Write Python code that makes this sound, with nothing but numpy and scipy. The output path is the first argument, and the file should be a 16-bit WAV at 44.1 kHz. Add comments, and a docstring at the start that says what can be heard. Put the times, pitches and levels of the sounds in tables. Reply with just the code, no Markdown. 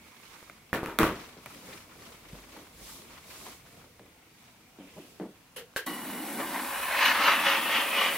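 """A steam iron roars in surges over a thin hiss and a rumbling boiler, in a small attic room.
First, hands swish and crumple cloth over the ironing board, and a dropped tool cracks and bounces,
setting the board ringing. The iron thuds onto the padding, its trigger clicks and the valve opens.
The jet spits and gurgles, rings in the gap under the sole, and brightens and whistles as it surges."""
import sys
import numpy as np
from scipy import signal
from scipy.fft import rfft, irfft
from scipy.io import wavfile
from scipy.ndimage import uniform_filter1d

SR = 44100
rng = np.random.default_rng(int(sys.argv[2]) if len(sys.argv) > 2 else 0)


def pcm_store(signal):
    """Save signal as 16-bit PCM."""
    levels = np.round(np.clip(np.atleast_2d(signal), -1, 1) * 32767)
    wavfile.write(sys.argv[1], SR, levels.astype(np.int16).T)


N = 360297

# Noise colours. Each row: frequency in Hz, relative level in dB.
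ROOM_COLOUR = [(25, -18), (55, -30), (92, -4.5), (180, -2.5), (212, -2), (463, -10), (988, -12.5),
               (1370, -13.5), (2840, -14.5), (4250, -20), (9320, -25), (16000, -25)]
CLOSE_HISS_COLOUR = [(1600, -26), (2250, 5), (3000, -24)]
RUMBLE_COLOUR = [(20, -35), (35, -5), (55, 2.5), (85, 2), (130, -25.5)]
SLIDE_COLOUR = [(880, -32), (1500, -18), (2640, -3), (3620, 2.5), (11300, -1), (16000, -6.5)]
CRUMPLE_COLOUR = [(250, -19), (450, -11), (700, -13), (1050, -3.5), (1600, -9.5), (2300, -7), (3000, -11),
                  (6000, -17.5), (9000, -29.5)]
PUSH_COLOUR = [(53, -36), (90, -9), (259, -6), (454, -7.5), (780, -13), (1320, -120)]
BRUSH_COLOUR = [(1400, -13), (2100, -3), (2600, 2), (3500, -6), (4300, -18), (16000, -28)]
BOARD_COLOUR = [(18, -66), (30, -19.5), (204, -6), (266, -10), (336, -5), (554, -7.5), (780, -11),
                (1250, -7.5), (1810, -12), (3770, -22), (4910, -26.5), (8740, -29), (12000, -26),
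                (16000, -30)]
PAD_COLOUR = [(35, -61), (60, -27), (106, -30), (160, 4.5), (296, 8.5), (632, 3.5), (775, 0), (1010, -5.5),
              (4420, -29.5), (10400, -80)]  # the board's padded top
SHELL_COLOUR = [(200, -32), (519, 1), (590, -14), (1210, -12.5), (1680, -5.5), (2470, -12), (3020, -6),
                (3490, -13), (4200, -11.5), (5730, -16), (12800, -14.5), (16000, -23)]  # the iron's plastic body
JET_FLAT_COLOUR = [(250, -43), (400, -17), (550, -12), (900, -3.5), (1250, -3.5), (2000, -2), (2800, -4.5),
                   (4300, -13), (6500, -18), (9000, -42)]  # sole flat on the cloth
JET_TURNED_COLOUR = [(250, -53), (400, -11.5), (550, -8.5), (900, -5), (1250, -7.5), (2000, -4.5),
                     (2800, -4.5), (3700, -10), (6500, -23.5), (9000, -54)]  # iron turned at the end of the stroke
WHISTLE_COLOUR = [(12000, -40), (12700, -6), (13400, 0), (14000, -6), (14800, -40)]
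VENT_HISS_COLOUR = [(2000, -18.5), (3600, -2.5), (6600, -7.5), (8500, -2.5), (10300, 2), (12300, 1.5),
                    (13500, 1.5), (16000, -1)]
BOILER_COLOUR = [(59, -58), (100, -30), (226, 3.5), (324, 3), (366, -7), (600, -14), (780, -5.5),
                 (1320, -120)]

# Stereo width. Each row: frequency in Hz, left-right likeness (1 is mono).
WIDE_IMAGE = [(60, 0.98), (180, 0.95), (550, 0.73), (1650, 0.39), (4970, -0.043), (15000, -0.1)]
STRUCK_IMAGE = [(60, 1.0), (180, 1.0), (550, 0.98), (1650, 0.81), (4970, -0.21), (15000, 0.18)]
NEAR_IMAGE = [(60, 1), (250, .997), (640, .97), (1400, .92), (3100, .8), (6000, .45), (9000, .6),
              (15000, .65)]
# Balance of all the noise. Each row: frequency in Hz, left minus right in dB.
NOISE_PAN = [(60, 0), (300, 0), (900, 1.2), (4500, .8), (15000, -2)]
# Added balance of the hands. Each row: time in seconds, left minus right in dB.
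HANDS_PAN = [(0, -5), (.45, -5), (.8, 0), (8.17, -2.5)]
# The steam reaches the left first. Each row: frequency in Hz, phase lead in radians.
STEAM_LEAD = [(60, 0), (2000, -.05), (3400, .4), (7500, .7), (9000, 1.9), (12000, 2.5), (16000, 2.6)]

# Fader moves. Each row: time in seconds, level in dB.
CLOSE_HISS_FADER = [(0, -61), (.3, -65), (.6, -67), (4.71, -70)]
RUMBLE_FADER = [(0.0, -71), (1.3, -65), (3.57, -63.5), (4.39, -73), (5.78, -71), (6.1, -73), (7.12, -57.5),
                (8.17, -77)]
BRUSH_FADER = [(4.775, -75), (4.8, -59), (5.05, -62), (5.2, -73)]
VENT_HISS_FADER = [(5.858, -20), (5.872, -36.5), (5.92, -41.5), (6.3, -38.5), (6.8, -35.5), (7.4, -35),
                   (8.17, -33.5)]
# Hand strokes. Each row: middle and length in seconds, then slide, crumple and push levels in dB.
HAND_STROKES = [(0.076, 0.11, -62, -59.5, -61), (0.343, 0.51, -59, -56.5, -78),
                (1.208, 0.29, -55, -50, -52.5), (1.533, 0.26, -54, -54, -58),
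                (1.718, 0.27, -51.5, -51.5, -52.5), (2.068, 0.33, -55.5, -54.5, -53),
                (2.358, 0.25, -57, -54.5, -56), (2.57, 0.31, -57, -55.5, -55),
                (2.906, 0.29, -47.5, -55, -55.5), (3.14, 0.24, -58, -54, -57),
                (3.343, 0.21, -49.5, -54, -55), (3.468, 0.23, -49, -53, -54),
                (3.745, 0.32, -61, -61, -56.5), (4.444, 0.22, -64, -64, -87), (5.03, 0.44, -59, -67, -60)]
# Bumps that shake the board. Each row: peak time in seconds, level in dB.
BOARD_BUMPS = [(1.04, -43), (2.34, -49), (2.82, -53)]

# Hits. Each row: start in seconds, crack peak in dB, tilt in dB per octave,
# ring against the crack in dB, ring time multiplier, knock pitch in Hz.
BOARD_TICKS = [(.428, -36.5, -3, -38, .4, 940), (.498, -31, -1, -28, 1, 2190),
               (1.46, -25.5, 1.5, -20, 0.14, 2300), (3.466, -32.5, 0.5, -14, 0.23, 1010),
               (3.842, -43, -6, -30, 0.22, 900)]
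TOOL_BOUNCES = [(.7305, -10.5, -3.5, -18, 0.66, 1790), (.749, -22.5, 1, -16.5, 2.8, 420),
                (.8315, -17.5, -6, -19.5, 0.5, 483), (.8605, -21, -0.5, -18.5, 1.06, 1240),
                (.886, -25.5, -8, -17, 2.5, 900), (.9882, -6.5, 0, -16.5, 0.62, 1480),
                (.9972, -12, 13, -13.5, 1.23, 392), (1.0318, -7.5, -3, -19, 1.23, 1120)]
PAD_THUDS = [(1.368, -42, 2, -10, 0.28, 410), (2.33, -35.5, -26, -15.5, 0.99, 150),
             (2.565, -39, 4, -6.5, 0.38, 990), (3.995, -38.5, 5.5, -14.5, 1, 455),
             (4.787, -38, 0, -9, 0.75, 295), (4.965, -38, -12, -3.5, 0.35, 354),
             (5.199, -29.5, 3, -5, 0.73, 330)]
TRIGGER_CLICKS = [(5.561, -45.5, 3, 3, 0.43, 10200), (5.563, -41, -8, -2.5, 0.38, 2900),
                  (5.579, -44, -6, 0, 0.64, 468), (5.7623, -17, -4, -14.5, 0.65, 1590),
                  (5.866, -36, -4, -10, 3.9, 1110)]
# Noisy tail of every hit. 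Each row: frequency in Hz, base time to fall 60 dB in seconds.
TAIL_DECAY = [(60, 0.77), (160, 0.9), (420, 0.57), (1100, 0.44), (2910, 0.48), (7680, 0.28)]
# Body modes. Each row: pitch in Hz, relative level in dB, base time to fall 60 dB in seconds.
BOARD_TONES = [(222.8, 0.5, 0.45), (325.4, 11, 0.22), (433, 0, 0.23), (524, 7, 0.1), (935, -7, 0.38),
               (1790, -12, 0.12), (2397, 2, 0.13)]
PAD_TONES = [(192.3, 5.5, 0.6), (281.4, 3.5, 0.45)]
SHELL_TONES = [(480, -10, 0.35), (1117, -3, 0.1), (1350, -1, .05), (1728, -7, 0.12), (1981, -6, 0.1),
               (3063, -3, 0.1), (3784, 2, .045), (4247, 5, 0.04)]

# Steam between surges. Each row: time in seconds, jet level in dB, boiler level in dB.
STEAM_FLOW = [(5.856, -54, -63), (5.875, -44, -46.5), (6.23, -42, -41.5), (6.4, -43, -40),
              (6.6, -41.5, -43), (6.77, -34.5, -52), (6.93, -32, -52), (7.15, -29.5, -44),
              (7.38, -32, -44.5), (8.17, -36.5, -48.5)]
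# Spits of water. Each row: peak time in seconds, jet level in dB, boiler level in dB.
WATER_SPITS = [(5.872, -37, -37), (6.4, -32.5, -40)]
# Surges. Each row: peak time in seconds, jet level in dB, added tilt in dB per octave.
JET_SURGES = [(6.58, -36, -3), (7.06, -21, 0), (7.277, -21.5, -1.5), (7.498, -23, 0.1), (7.753, -25, 0.9),
              (8.02, -24, 0.3)]
# Water in the jet. Each row: time in seconds, depth of the flutter in dB.
GURGLE_DEPTH = [(5.85, .8), (6.45, 1), (6.64, 3), (6.72, 1.2), (8.17, .6)]
# The iron's turn. Each row: time in seconds, share of the turned colour.
IRON_TURN = [(7.3, 0.073), (7.7, 0.96)]
# Hollow gap between sole and cloth. Each row: time in seconds, four resonances in Hz, base lift in dB.
SOLE_GAP = [(6.3, 850, 1500, 2200, 3600, 2), (6.6, 1080, 1700, 2500, 3900, 7),
            (7.1, 996, 1650, 2560, 4180, 8), (7.24, 1250, 1720, 2700, 4210, 8),
            (7.5, 1200, 1750, 2550, 3290, 8), (7.75, 1190, 1900, 2700, 3210, 7),
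            (8.02, 1170, 1950, 2420, 3200, 7)]
# The cold steam channel, ringing until it fills. Each row: resonance in Hz, starting lift in dB.
CHANNEL_RINGS = [(1117, 14), (1950, 14), (2900, 16), (4300, 13), (5500, 12)]
# Narrow, steady room resonances ringing in the jet's roar. Each row: pitch in Hz, relative level in dB.
ROOM_RINGS = [(555.5, -47), (2930, -48), (1855, -48.5), (2207, -51)]

STEAM_START_S, VALVE_OPENS_S = 5.8, 5.861
STEAM_START = round(STEAM_START_S * SR)
TIME = np.arange(N) / SR


def gain_of(db):
    """Decibels to amplitude."""
    return 10 ** (np.asarray(db) / 20)


def summed_db(levels_db):
    """Level of several sounds heard together."""
    return 10 * np.log10(sum(10 ** (level / 10) for level in levels_db))


def unit_rms(x):
    """Scales to rms 1."""
    return x / np.sqrt(np.mean(x ** 2) + 1e-20)


def at_hz(points, hz):
    """Reads a table on a log-frequency axis."""
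    f, value = np.transpose(points)
    return np.interp(np.log(hz + 1), np.log(f + 1), value)


def fader(rows, column=1):
    """One column of a table at every sample, silent outside its span."""
    return np.interp(TIME, *np.transpose(rows)[[0, column]], left=-120, right=-120)


def bell(offset, width):
    """A resonance peak of height 1; width spans its half-height points."""
    return 1 / (1 + (2 * offset / width) ** 2)


def humps(rows, column, rise_db_per_s, fall_db_per_s):
    """Level in dB that climbs to each event's peak and sinks after it, at steady rates."""
    t = np.arange(0, N / SR, .001)
    each = [row[column] - np.maximum(rise_db_per_s * (row[0] - t), fall_db_per_s * (t - row[0]))
            for row in rows]
    return np.interp(TIME, t, summed_db(np.maximum(each, -140)))


def noise(shape_db, image, size, length=N, patchy_db=0, flicker_db=0, echoes_db=0, lead=None):
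    """Stereo noise of rms 1 from random short-time spectra; shape_db(hz, s) gives its colour."""
    hop = size // 4
    frames, hz = length // hop + 5, np.fft.rfftfreq(size, 1 / SR)[:, None]
    a, b, c, d, grain = rng.standard_normal((frames, len(hz), 5), dtype=np.float32).T
    flicker = unit_rms(uniform_filter1d(grain, len(hz) // 3, axis=0))  # short gusts across wide bands
    patches = unit_rms(uniform_filter1d(uniform_filter1d(grain, 6, axis=0), 10, axis=1))
    ripple = np.tanh(rng.standard_normal(hz.shape))  # wall echoes leave a fine, still comb
    likeness = np.clip(at_hz(image, hz), -1, 1)
    left = a + 1j * b
    right = likeness * left + np.sqrt(1 - likeness ** 2) * (c + 1j * d)
    lag = 0 if lead is None else at_hz(lead, hz)
    spectra = np.array([left, right * np.exp(-1j * lag) / gain_of(at_hz(NOISE_PAN, hz))])
    texture_db = patchy_db * patches + flicker_db * flicker + echoes_db * ripple
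    spectra *= gain_of(shape_db(hz, np.arange(frames) * hop / SR) + texture_db)
    return unit_rms(signal.istft(spectra, nperseg=size, noverlap=size - hop)[1][:, :length])


def layer(colour, level_db, image, size, **texture):
    """Noise of one colour riding a level curve."""
    return gain_of(level_db) * noise(lambda hz, s: at_hz(colour, hz), image, size, len(level_db), **texture)


def room_tone():
    """Quiet air, a slow rumble through floor and board, and a narrow hiss that fades away."""
    air = layer(ROOM_COLOUR, np.full(N, -59.5), WIDE_IMAGE, 2048, patchy_db=2.2, echoes_db=3)
    rumble = layer(RUMBLE_COLOUR, fader(RUMBLE_FADER), NEAR_IMAGE, 4096)
    hiss = layer(CLOSE_HISS_COLOUR, fader(CLOSE_HISS_FADER), WIDE_IMAGE, 2048, patchy_db=2)
    return air + rumble + hiss


def strokes(column, rest_db):
    """Level in dB of one cloth sound: it swells with each stroke, over the cloth settling at rest_db."""
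    t = np.arange(0, N / SR, .005)
    ends_db, roundness = -10, 1.84
    swells = [row[column] + ends_db * (2 * abs(t - row[0]) / row[1]) ** roundness for row in HAND_STROKES]
    return np.interp(TIME, t, summed_db(swells + [rest_db]))


def crackles(per_s=45, level_db=-10, spread_db=3, rise_s=.004):
    """Gain of the crumpling: folds of cloth give way at random in short bursts."""
    strength = gain_of(level_db + spread_db * np.minimum(rng.exponential(1, N), 3))
    snaps = strength * (rng.random(N) < per_s / SR)
    age = np.arange(2000) / SR / rise_s
    return 1 + abs(signal.oaconvolve(snaps, np.e * age * np.exp(-age))[:N])


def hands():
    """Cloth swishes, crumples and presses the board; sleeve and cord brush by as the iron is lowered."""
    slide = layer(SLIDE_COLOUR, strokes(2, rest_db=-68), WIDE_IMAGE, 512, patchy_db=.8, flicker_db=.7)
    crumple = layer(CRUMPLE_COLOUR, strokes(3, rest_db=-68.5), WIDE_IMAGE, 256,
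                    patchy_db=1.8, flicker_db=1.5)
    push = layer(PUSH_COLOUR, strokes(4, rest_db=-75.5), WIDE_IMAGE, 2048, patchy_db=2, flicker_db=2.5)
    brush = layer(BRUSH_COLOUR, fader(BRUSH_FADER), WIDE_IMAGE, 512, patchy_db=2, flicker_db=1)
    pan_db = np.interp(TIME, *np.transpose(HANDS_PAN))
    return (slide + crumple * crackles() + push + brush) * gain_of([pan_db / 2, -pan_db / 2])


def pulse(tone_db):
    """The sharpest causal pulse with the given spectrum."""
    log_gain = np.log(gain_of(np.maximum(tone_db - tone_db.max(), -80)))
    mirrored = np.concatenate([log_gain, log_gain[-2:0:-1]])
    return np.fft.ifft(np.exp(np.conj(signal.hilbert(mirrored)))).real


def hits(rows, colour, modes, modes_db, crack_s, rise_s, low_cut_hz, length, knock_share=.33):
    """Each hit is a short crack; then body and room ring on, every band dying at its own speed."""
    out, t = np.zeros((2, N)), np.arange(length) / SR
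    age = t[:2048] / crack_s
    crack_hz, ring_hz = np.fft.rfftfreq(len(age), 1 / SR), np.fft.rfftfreq(length, 1 / SR)
    low_cut_db = 20 * np.log10(1 + (low_cut_hz / (crack_hz + 1)) ** 2)  # the bass needs time to build
    for start_s, peak_db, tilt, ring_db, sustain, knock_hz in rows:
        knock_db = lambda hz: 14.9 * bell(np.log2(hz / knock_hz + 1e-3), width=.22)
        tone_db = lambda hz, s: at_hz(colour, hz) + tilt * np.log2(hz / 1000 + .054) + knock_db(hz)
        snap = unit_rms(pulse(tone_db(crack_hz, 0) - low_cut_db))
        rattle = unit_rms(noise(tone_db, STRUCK_IMAGE, 1024, len(age)) * age * np.exp(-age))
        crack = snap * np.exp(-age / 8.9) + .97 * rattle
        decay_db = lambda hz, s: -60 * s / np.maximum(sustain * at_hz(TAIL_DECAY, hz), .01)
        tail = noise(decay_db, STRUCK_IMAGE, 256, length, flicker_db=1.2)
        ring = irfft(gain_of(at_hz(colour, ring_hz) + knock_share * knock_db(ring_hz)) * rfft(tail))
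        ring /= np.sqrt(np.mean(ring[:, :SR // 20] ** 2))
        for hz, db, t60 in modes:
            mode_db = modes_db + db + knock_db(hz) - 60 * t / (sustain * t60)
            ring += gain_of(mode_db) * np.sin(2 * np.pi * hz * t)
        hit = gain_of(peak_db + ring_db) * ring * (1 - np.exp(-t / rise_s)) * (1 - t / t[-1])
        hit[:, :len(age)] += gain_of(peak_db) * crack / abs(crack).max()
        slot = out[:, round(start_s * SR):][:, :length]
        slot += hit[:, :slot.shape[1]]
    return out


def board_ticks():
    """Light taps ring the board briefly."""
    return hits(BOARD_TICKS, BOARD_COLOUR, BOARD_TONES, modes_db=-7,
                crack_s=.00078, rise_s=.0051, low_cut_hz=600, length=4096)


def dropped_tool():
    """A tool lands on the board and bounces in hard, ringing cracks."""
    return hits(TOOL_BOUNCES, BOARD_COLOUR, BOARD_TONES, modes_db=-9.5,
                crack_s=.00044, rise_s=.0073, low_cut_hz=497, length=10240)


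def board_shake(hz=47.6):
    """Each bump shakes the board at one deep pitch."""
    level_db = humps(BOARD_BUMPS, 1, rise_db_per_s=200, fall_db_per_s=105)
    return gain_of(level_db) * np.sin(2 * np.pi * hz * TIME)


def pad_thuds():
    """The padded top takes soft knocks, and at last the iron, with a dull thud."""
    return hits(PAD_THUDS, PAD_COLOUR, PAD_TONES, modes_db=-6.5,
                crack_s=.0022, rise_s=.014, low_cut_hz=150, length=8192)


def trigger():
    """The trigger's clicks ring the iron's plastic shell."""
    return hits(TRIGGER_CLICKS, SHELL_COLOUR, SHELL_TONES, modes_db=-2,
                crack_s=.00075, rise_s=.0041, low_cut_hz=800, length=8192, knock_share=.78)


def jet_colour(hz, s, flow_db):
    """The jet brightens with flow and shifts as the iron turns; gap, channel and room ring in it."""
    now = s + STEAM_START_S
    surge_s, _, surge_tilt = np.transpose(JET_SURGES)
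    flow_now_db = np.interp(now, TIME[STEAM_START:], np.maximum(flow_db, -50))
    tilt = .78 + .35 * (flow_now_db + 19) + np.interp(now, surge_s, surge_tilt)  # dB per octave
    turned = np.interp(now, *np.transpose(IRON_TURN))
    colour = (1 - turned) * at_hz(JET_FLAT_COLOUR, hz) + turned * at_hz(JET_TURNED_COLOUR, hz)
    colour += tilt * np.log2(hz / 1500 + .72)
    gap_s, *columns = np.transpose(SOLE_GAP)
    *gap_hz, gap_db = (np.interp(now, gap_s, column) for column in columns)
    colour += gap_db * sum(share * bell(hz - f, width=230) for f, share in zip(gap_hz, (.9, .6, .8, 1)))
    empty = np.exp(-(np.maximum(now - VALVE_OPENS_S, 0) / .2) ** 2)  # wet steam fills the channel
    colour += empty * sum(db * bell(hz - f, width=110) for f, db in CHANNEL_RINGS)
    colour -= 10 * np.log10(np.mean(gain_of(2 * colour), axis=0))  # colour changes, power stays
    room_rings = sum(gain_of(db + 59) * bell(hz - f, width=5.3) for f, db in ROOM_RINGS)
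    return colour + 20 * np.log10(1 + room_rings)


def gurgle(lump_s=.005):
    """Flutter in dB: lumps of water pass through the jet before it runs dry."""
    width = round(lump_s * SR)
    lumps = uniform_filter1d(uniform_filter1d(rng.standard_normal(N - STEAM_START), width), width)
    return np.maximum(fader(GURGLE_DEPTH)[STEAM_START:], 0) * unit_rms(lumps)


def surges(rise_s=.096, fall_s=.11, roundness=1.5):
    """Level in dB of the surges: each climbs its last 10 dB in rise_s and sinks 10 dB in fall_s."""
    t = np.arange(0, N / SR, .002)
    each = [db - 10 * np.maximum((s - t) / rise_s, (t - s) / fall_s) ** roundness
            for s, db, _ in JET_SURGES]
    return np.interp(TIME, t, summed_db(np.maximum(each, -140)))


def steam(opening_s=.008):
    """The valve opens: the jet spits and roars over hiss and boiler; hard surges whistle at a vent."""
    spits = lambda column: humps(WATER_SPITS, column, rise_db_per_s=540, fall_db_per_s=160)
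    flow_db = summed_db([fader(STEAM_FLOW), surges()])[STEAM_START:]
    jet_db = summed_db([flow_db, spits(1)[STEAM_START:]])
    boiler_db = summed_db([fader(STEAM_FLOW, 2), spits(2)])[STEAM_START:]
    whistle_db = -38 + 2.6 * (flow_db + 21)  # the edge tone sets in steeply with jet speed
    jet = noise(lambda hz, s: jet_colour(hz, s, flow_db), NEAR_IMAGE, 2048, N - STEAM_START,
                patchy_db=1.5, flicker_db=.6, echoes_db=2.5, lead=STEAM_LEAD)
    whistle = layer(WHISTLE_COLOUR, whistle_db, NEAR_IMAGE, 512, patchy_db=4, lead=STEAM_LEAD)
    hiss = layer(VENT_HISS_COLOUR, fader(VENT_HISS_FADER)[STEAM_START:], NEAR_IMAGE, 2048,
                 patchy_db=1.2, flicker_db=1, echoes_db=6, lead=STEAM_LEAD)
    boiler = layer(BOILER_COLOUR, boiler_db, NEAR_IMAGE, 2048, patchy_db=.7, flicker_db=2)
    valve = np.clip((TIME[STEAM_START:] - VALVE_OPENS_S) / opening_s, 0, 1)
    mix = gain_of(jet_db + gurgle()) * jet + whistle + hiss + boiler
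    return np.pad(valve * mix, ((0, 0), (STEAM_START, 0)))


def scene():
    """Room tone under the knocks, the cloth and the steam."""
    room = room_tone()
    knocks = dropped_tool() + board_shake() + pad_thuds() + board_ticks() + trigger()
    return room + knocks + hands() + steam()


def record(dry):
    """A steep low-pass trims the very top of the treble."""
    low_pass = signal.firwin(511, 15850, window=("kaiser", 9), fs=SR)
    return signal.oaconvolve(dry, low_pass[None], "same")


dry = scene()
out = record(dry)
pcm_store(out)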